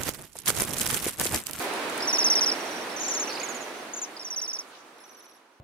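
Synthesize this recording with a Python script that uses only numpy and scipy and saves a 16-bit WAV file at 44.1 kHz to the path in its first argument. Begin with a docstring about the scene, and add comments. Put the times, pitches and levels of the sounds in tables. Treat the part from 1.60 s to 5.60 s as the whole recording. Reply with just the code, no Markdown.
"""Waxwings in a treetop

A flock trills in a tree, in two-channel sound, over the wash of distant traffic and wind.
A trill is a run of thin whistled notes, about 18 a second: each flicks up and slides down.
The lower voices mostly end in a steep hook; the higher ones and the closing notes fade away.
One bird chatters in short falling chirps; band-passed noise makes twig ticks and rustles, coloured noise the air.
From 1.9 s on the whole sound is faded down."""
import sys
import numpy as np
from scipy import signal
from scipy.fft import rfft, irfft
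from scipy.io import wavfile

SR = 44100
rng = np.random.default_rng(int(sys.argv[2]) if len(sys.argv) > 2 else 0)


def log_audio(samples):
    """Write samples as a 16-bit WAV file to the path given in sys.argv[1]."""
    # one column per channel
    frames = np.atleast_2d(samples).T
    # limit to full scale, then quantise
    limited = np.clip(frames, -1, 1)
    pcm = np.round(limited * 32767).astype(np.int16)
    wavfile.write(sys.argv[1], SR, pcm)


N = 176400   # samples: 4 s


def from_db(db):
    """Decibels to gain."""
    return 10 ** (np.asarray(db) / 20)


def rms_one(x):
    """Scale to unit power."""
    return x / np.sqrt(np.mean(x ** 2) + 1e-20)


def in_time(rows):
    """Read a (time, value) table at every sample."""
    return np.interp(np.arange(N) / SR, *np.transpose(rows))


def at_hz(points, hz):
    """Read a spectrum on a log-frequency axis."""
    point_hz, value = np.transpose(points)
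    return np.interp(np.log(hz), np.log(point_hz), value)


def panned(db):
    """Left and right gains of unit mean power, db apart."""
    return rms_one(from_db([[db / 2], [-db / 2]]))


def drift(rate_hz, size):
    """Random wandering about zero: straight lines between normal draws, rate_hz draws a second."""
    steps = np.arange(size) * rate_hz / SR
    return np.interp(steps, np.arange(2000), rng.standard_normal(2000))


def band(x, low_hz, high_hz):
    """Band-pass made from a second-order Butterworth design."""
    edges_hz = [low_hz, min(high_hz, SR / 2 - 100)]
    return signal.sosfilt(signal.butter(2, edges_hz, "band", fs=SR, output="sos"), x)


def add(out, start_s, sound):
    """Mix a sound in at its time."""
    i = int(start_s * SR)
    out[:, i:i + sound.shape[-1]] += sound[..., :N - i]


RISE_S, RISE_HZ, ATTACK_S = .0055, 1700, .004   # the upward flick that opens a note, and its fade-in
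HOOK_HZ_PER_S, HOOK_DROP_HZ, HOOK_WIDTH_S, HOOK_RASP_HZ = 370000, 2600, .0016, 200
WAVER_HZ, FLUTTER_DB, SWELL_DB = 32, 1.1, .9   # unsteadiness within a note: pitch, fast and slow level
BEAK_HZ, BEAK_WIDTH_HZ, BEAK_DB = 10700, 700, 7   # a resonance that lifts the octave partial
# The birds by place; "closing" is the near bird's last, dying note. Columns: left_minus_right_db, left_lead_ms,
# octave_db, sag_db (over a note), bend (of the slide, no unit), hook_db, hook_delay_s (to its peak), extra_echo_db
VOICES = {"near": (-2.5, .06, -25, 4.8, 1.8, -5.5, .0008, 2.5),
          "closing": (-2.5, .06, -26, 18, .7, -30, .001, -3),
          "back": (-4, .043, -18, 11, 1.3, -4.5, .003, 9), "high": (2.5, .104, -29, 3, .7, -20, .001, 5),
          "right": (-10, .006, -26, 9, .5, -25, .001, 0), "thin": (-2, .03, -3, 9, 1.2, 3, .0048, 0),
          "far": (-4, .14, -25, 26, 1, -4, .003, -2)}


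def note(length_s, top_hz, end_hz, voice):
    """A near-pure whistle: flick up, sagging slide, then a steep rough drop, a hook or nearly silent by voice."""
    pan_db, lead_ms, octave_db, sag_db, bend, hook_db, hook_delay_s, _ = VOICES[voice]
    total_s = length_s + HOOK_DROP_HZ / HOOK_HZ_PER_S
    t = np.arange(int(total_s * SR)) / SR
    size = len(t)
    along = np.clip((t - RISE_S) / max(length_s - RISE_S, 1 / SR), 0, 1)
    after_s = np.maximum(t - length_s, 0)

    slide = np.expm1(-bend * along) / np.expm1(-bend)
    flick_hz = RISE_HZ * np.maximum(1 - t / RISE_S, 0) ** 2
    hz = top_hz + (end_hz - top_hz) * slide - flick_hz - HOOK_HZ_PER_S * after_s
    hz = hz + WAVER_HZ * (drift(700, size) + drift(100, size))
    hz = hz + HOOK_RASP_HZ * (after_s > 0) * drift(2000, size)

    unsteady_db = FLUTTER_DB * drift(400, size) + SWELL_DB * drift(80, size)
    edges = np.minimum(np.minimum(t, 2 * (total_s - t)) / ATTACK_S, 1)   # closes twice as fast as it opens
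    envelope = np.sin(np.pi / 2 * edges) ** 2 * from_db(unsteady_db)
    whistle = from_db(-sag_db * along) * np.exp(-(after_s / HOOK_WIDTH_S) ** 2)
    hook = from_db(hook_db) / (1 + ((t - length_s - hook_delay_s) / HOOK_WIDTH_S) ** 2)
    beak_db = BEAK_DB / (1 + ((2 * hz - BEAK_HZ) / BEAK_WIDTH_HZ) ** 2)
    octave = whistle * from_db(octave_db + beak_db + sag_db * along / 2)   # sags half as much

    lead_cycles = hz * np.array([[lead_ms], [0]]) / 1000   # the left channel hears it first
    phase = 2 * np.pi * (np.cumsum(hz) / SR + lead_cycles)
    tone = np.hypot(whistle, hook) * np.sin(phase) + octave * np.sin(2 * phase)
    return panned(pan_db) * envelope * tone


CRACK_S, CRACK_HZ = .006, 310
# Moments when the voice cracks into a brief buzz: start_s (middle of the buzz)
VOICE_CRACKS = [2.818, 2.934]
# Trill notes in the treetop: start_s, slide_length_s, top_pitch_hz, end_pitch_hz, level_db (before flutter), voice
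TRILL_NOTES = [ (.402, .007, 5100, 4900, -29, "near"), (.420, .039, 5450, 5150, -27.5, "near"),
               (.4725, .042, 6020, 5300, -21, "near"), (.5258, .045, 6150, 5220, -18, "near"),
               (.5822, .048, 6130, 5200, -16.5, "near"), (.6406, .046, 6250, 5200, -16.5, "near"),
               (.698, .041, 6000, 5320, -15.5, "near"), (.751, .043, 6000, 5130, -17, "near"),
               (.807, .038, 6080, 5240, -17, "near"), (.8584, .044, 6000, 5060, -19, "near"),
               (.914, .030, 5800, 4850, -20, "closing"), (.948, .036, 5900, 5300, -41, "back"),
               (.998, .039, 5950, 5300, -39, "back"), (1.052, .040, 6050, 5350, -39, "back"),
               (1.106, .040, 6050, 5350, -39, "back"), (1.158, .040, 6000, 5300, -39, "back"),
               (1.21, .030, 5950, 5350, -39.5, "back"), (1.295, .007, 5050, 4850, -39, "back"),
               (1.313, .035, 5650, 5250, -41, "back"), (1.361, .036, 6250, 5550, -33, "back"),
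               (1.408, .041, 6300, 5500, -30, "back"), (1.458, .039, 6300, 5500, -30.5, "back"),
               (1.508, .042, 6250, 5450, -27, "back"), (1.562, .041, 6200, 5450, -33, "back"),
               (1.618, .040, 6200, 5350, -34, "back"), (1.671, .044, 6150, 5350, -31.5, "back"),
               (1.728, .013, 6050, 5850, -36, "high"), (1.395, .034, 6950, 6050, -31, "high"),
               (1.430, .042, 7100, 5900, -29, "high"), (1.480, .044, 7200, 5850, -26, "high"),
               (1.535, .046, 7100, 5850, -26, "high"), (1.594, .046, 7050, 5750, -25.5, "high"),
               (1.797, .022, 6750, 6050, -34, "right"), (1.830, .036, 7050, 6100, -30.5, "right"),
               (1.885, .043, 7050, 6050, -31, "right"), (1.944, .042, 7050, 6000, -34.5, "right"),
               (2.005, .046, 7050, 5950, -36, "right"), (2.334, .014, 6850, 6450, -22, "high"),
               (2.362, .034, 7100, 5950, -24.5, "high"), (2.414, .035, 7150, 5900, -21.5, "high"),
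               (2.564, .011, 5100, 4900, -27, "near"), (2.593, .039, 5600, 5120, -26, "near"),
               (2.6453, .042, 6150, 5400, -21.5, "near"), (2.7015, .045, 6180, 5330, -18.5, "near"),
               (2.7592, .043, 6220, 5470, -15.5, "near"), (2.8135, .049, 6180, 5240, -16, "near"),
               (2.8755, .042, 6120, 5300, -16, "near"), (2.929, .041, 6160, 5260, -15.5, "near"),
               (2.9855, .035, 6150, 4950, -13, "closing"), (2.622, .040, 7050, 6200, -42, "right"),
               (2.668, .032, 7100, 6300, -42, "right"), (3.380, .008, 5900, 5500, -39, "thin"),
               (3.400, .039, 5550, 5150, -38, "thin"), (3.452, .043, 6050, 5350, -40, "thin"),
               (3.508, .043, 6100, 5350, -38, "thin"), (3.566, .041, 6100, 5400, -34, "thin"),
               (3.622, .039, 6100, 5400, -35, "thin"), (3.677, .042, 6000, 5300, -38, "thin"),
               (3.732, .042, 6000, 5300, -38, "thin"), (3.436, .043, 6100, 5400, -30, "far"),
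               (3.491, .041, 6100, 5450, -31, "far"), (3.545, .042, 6150, 5450, -29.5, "far"),
               (3.600, .040, 6150, 5450, -30, "far"), (3.654, .041, 6100, 5450, -29.5, "far"),
               (3.709, .038, 6050, 5450, -33, "far"), (3.762, .036, 6000, 5400, -37, "far")]


def trills():
    """Whistled notes of the flock: what comes straight, and what goes into the branches."""
    direct, sent = np.zeros((2, N)), np.zeros((2, N))
    for start_s, length_s, top_hz, end_hz, level_db, voice in TRILL_NOTES:
        sound = from_db(level_db) * note(length_s, top_hz, end_hz, voice)
        extra_echo_db = VOICES[voice][-1]
        add(direct, start_s, sound)
        add(sent, start_s, from_db(extra_echo_db) * sound)
    t = np.arange(N) / SR
    cracking = sum(np.exp(-((t - when_s) / CRACK_S) ** 2) for when_s in VOICE_CRACKS)
    beating = np.sin(2 * np.pi * CRACK_HZ * t) + np.sin(6 * np.pi * CRACK_HZ * t) / 2
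    buzz = 1 - cracking * beating   # shakes the level of every note sounding then
    return direct * buzz, sent * buzz


CHIRP_S, CHIRP_FALL_OCTAVES, CHIRP_RASP_HZ = .010, .48, 220
# Quick falling chirps of one bird: start_s, middle_pitch_hz, level_db
CHIRPS = [(1.674, 2600, -33), (1.692, 4300, -34), (1.696, 2650, -33), (1.701, 4750, -33),
          (1.712, 4200, -33), (1.720, 4700, -34), (1.738, 4650, -34), (1.749, 4650, -34),
          (1.756, 4650, -33), (1.766, 3900, -35), (1.771, 2650, -33), (1.778, 4700, -35),
          (1.794, 4700, -32), (1.811, 2400, -31), (1.813, 4650, -36), (1.831, 2350, -33)]


def chatter():
    """A dry rattle of very short, raspy falling chirps in two registers."""
    out, along = np.zeros((2, N)), np.linspace(0, 1, int(CHIRP_S * SR))
    for start_s, middle_hz, level_db in CHIRPS:
        hz = middle_hz * 2 ** (CHIRP_FALL_OCTAVES * (.5 - along))
        hz = hz + CHIRP_RASP_HZ * drift(1500, len(along))
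        envelope = from_db(level_db) * np.sin(np.pi * along) ** 2
        add(out, start_s, envelope * np.sin(2 * np.pi * np.cumsum(hz) / SR))
    return out * panned(db=-3)


TICK_T60_S, TICK_LOW_HZ, TICK_HIGH_HZ = .018, 6500, 11000
# Twig ticks: start_s, level_db (of the noise before its band-pass and doubling)
TWIG_TICKS = [(.1366, -33), (.2978, -31), (.3776, -26)]


def twigs():
    """Dry, bright ticks: bursts of noise that die at once."""
    out, t = np.zeros((2, N)), np.arange(SR // 20) / SR
    for start_s, level_db in TWIG_TICKS:
        crack = rng.standard_normal((2, len(t))) * from_db(level_db - 60 * t / TICK_T60_S)
        add(out, start_s, 2 * band(crack, TICK_LOW_HZ, TICK_HIGH_HZ))
    return out


# Wings and dry seed pods: middle_s, half_length_s, low_hz, high_hz, level_db (before its wavering)
WING_RUSTLES = [(.025, .045, 4500, 14000, -39), (3.095, .03, 7000, 10500, -47),
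                (3.15, .045, 2600, 4600, -39), (3.195, .035, 5200, 6600, -43)]


def rustles():
    """Soft, grainy swells of band-passed noise."""
    out, t = 0, np.arange(N) / SR
    for middle_s, half_s, low_hz, high_hz, level_db in WING_RUSTLES:
        swell = np.exp(-((t - middle_s) / half_s) ** 2) * from_db(level_db + 2.5 * drift(300, N))
        out = out + swell * rms_one(band(rng.standard_normal((2, N)), low_hz, high_hz))
    return out


def scatter(x, level_db, t60_s):
    """Many weak reflections, as decaying noise, different in each channel."""
    t = np.arange(SR // 2) / SR
    decay = from_db(-60 * t / t60_s) * (1 - np.exp(-10 * t / t60_s))
    echoes = rng.standard_normal((2, len(t))) * decay
    echoes = echoes / np.sqrt(np.sum(echoes ** 2, axis=1, keepdims=True))
    return from_db(level_db) * signal.fftconvolve(x, echoes, axes=1)[:, :N]


DISTANT_NOTES_PER_S, DISTANT_DB, DISTANT_TOP_HZ = 30, -48, 6400   # level of the strongest, middle top pitch


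def distant_flock():
    """The rest of the flock, further off: faint notes at random, heard only as a blur of reflections."""
    out = np.zeros((2, N))
    for when, pitch, softness in rng.random((int(DISTANT_NOTES_PER_S * N / SR), 3)):
        top_hz = DISTANT_TOP_HZ * (.92 + .16 * pitch)
        sound = note(.04, top_hz, .88 * top_hz, "high")
        add(out, when * N / SR, from_db(DISTANT_DB - 5 * softness) * sound)
    return scatter(out, level_db=0, t60_s=.2)


# Likeness of the two channels in open air: pitch_hz, correlation (no unit)
CHANNEL_LIKENESS = [(60, .2), (130, .92), (290, .96), (640, .7), (1400, .38), (3000, .08), (15000, 0)]
# Lean of the open air to one side: pitch_hz, left_minus_right_db
AIR_LEAN = [(60, 0), (200, -1.5), (380, -1.5), (700, -4.5), (1300, -2), (2400, -4.5), (4400, -2.5),
            (8000, -.5)]


def air_noise(spectrum, top_hz):
    """Coloured stereo noise, its channels most alike in the low range and unrelated at the very top."""
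    hz = np.maximum(np.arange(N // 2 + 1) * SR / N, 1)
    mid, side = rfft(rng.standard_normal((2, N)))
    alike = np.clip(at_hz(CHANNEL_LIKENESS, hz), -1, 1)
    signs = np.array([[1], [-1]])   # left, right
    colour_db = at_hz(spectrum, hz) + signs * at_hz(AIR_LEAN, hz) / 2
    colour = from_db(colour_db) / np.sqrt(1 + (hz / top_hz) ** 10)
    pair = np.sqrt(1 + alike) * mid + np.sqrt(1 - alike) * side * signs
    return rms_one(irfft(colour * pair, N))


DRONE_HZ, DRONE_WIDTH_HZ, DRONE_DB = 340, 30, -21   # level relative to the wash
TYRE_LOW_HZ, TYRE_HIGH_HZ = 950, 1500
# Colour of the distant traffic wash: pitch_hz, level_db (relative)
WASH_COLOUR = [(25, -39), (70, -33), (100, -25), (145, -17.5), (200, -9.5), (260, -3), (330, -.5),
               (450, -1.5), (600, -1.6), (900, -2.6), (1100, -4.7), (1500, -5.5), (2500, -9), (3200, -13),
               (4500, -17)]
# Course of the wash before the fade: start_s, level_db
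WASH_COURSE = [(0, -31), (.4, -31.5), (.9, -32.5), (1.3, -34.5), (1.9, -35.3), (2.6, -36)]
# Course of the tyre noise, growing before the fade: start_s, level_db
TYRE_COURSE = [(0, -54), (2.2, -52), (2.8, -44), (3.3, -42)]
# Colour of the treetop's airy hiss: pitch_hz, level_db (relative)
HISS_COLOUR = [(2500, -10), (3700, 2), (4400, 2.5), (5200, 0), (7000, -3.5), (10500, -3), (12500, -10),
               (15500, -12)]
# Course of the hiss before its wavering and the fade: start_s, level_db
HISS_COURSE = [(0, -41.5), (.9, -42), (1.3, -45.5), (1.9, -45), (3, -45), (4, -46)]


def background():
    """Noise of distant traffic with a faint hum and tyre noise in it, and airy hiss above."""
    drone = band(rng.standard_normal(N), DRONE_HZ - DRONE_WIDTH_HZ / 2, DRONE_HZ + DRONE_WIDTH_HZ / 2)
    traffic = air_noise(WASH_COLOUR, top_hz=4200) + from_db(DRONE_DB) * rms_one(drone)
    wash = from_db(in_time(WASH_COURSE)) * traffic
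    tyre_noise = band(air_noise(WASH_COLOUR, top_hz=4200), TYRE_LOW_HZ, TYRE_HIGH_HZ)
    tyres = from_db(in_time(TYRE_COURSE)) * rms_one(tyre_noise)
    hiss_db = in_time(HISS_COURSE) + .7 * drift(25, N)
    return wash + tyres + from_db(hiss_db) * air_noise(HISS_COLOUR, top_hz=18000)


CHATTER_ECHO_DB = 8   # extra chatter sent into the branches
EARLY_DB, EARLY_T60_S, TAIL_DB, TAIL_T60_S = -15, .035, -22, .16   # branches, then the surroundings


def scene():
    """The flock in its tree, in the open air."""
    (song, sent), rattle, ticks = trills(), chatter(), twigs()
    sent = sent + from_db(CHATTER_ECHO_DB) * rattle + ticks
    branches = scatter(sent, EARLY_DB, EARLY_T60_S)
    surroundings = scatter(sent, TAIL_DB, TAIL_T60_S)
    tree = song + rattle + ticks + branches + surroundings
    return tree + rustles() + distant_flock() + background()


CUTOFF_HZ = 15750
# Fade of the whole sound: start_s, level_db
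FADE_COURSE = [(0, 0), (1.9, 0), (2.35, -6), (2.75, -11), (3.1, -14), (3.5, -17.5), (3.8, -22), (4, -26)]


def record(dry):
    """The sound is faded down and the top is cut by a steep low-pass."""
    low_pass = signal.ellip(12, .1, 80, CUTOFF_HZ, fs=SR, output="sos")   # ripple and stop-band in dB
    return signal.sosfilt(low_pass, dry * from_db(in_time(FADE_COURSE)))


dry = scene()
out = record(dry)
log_audio(out)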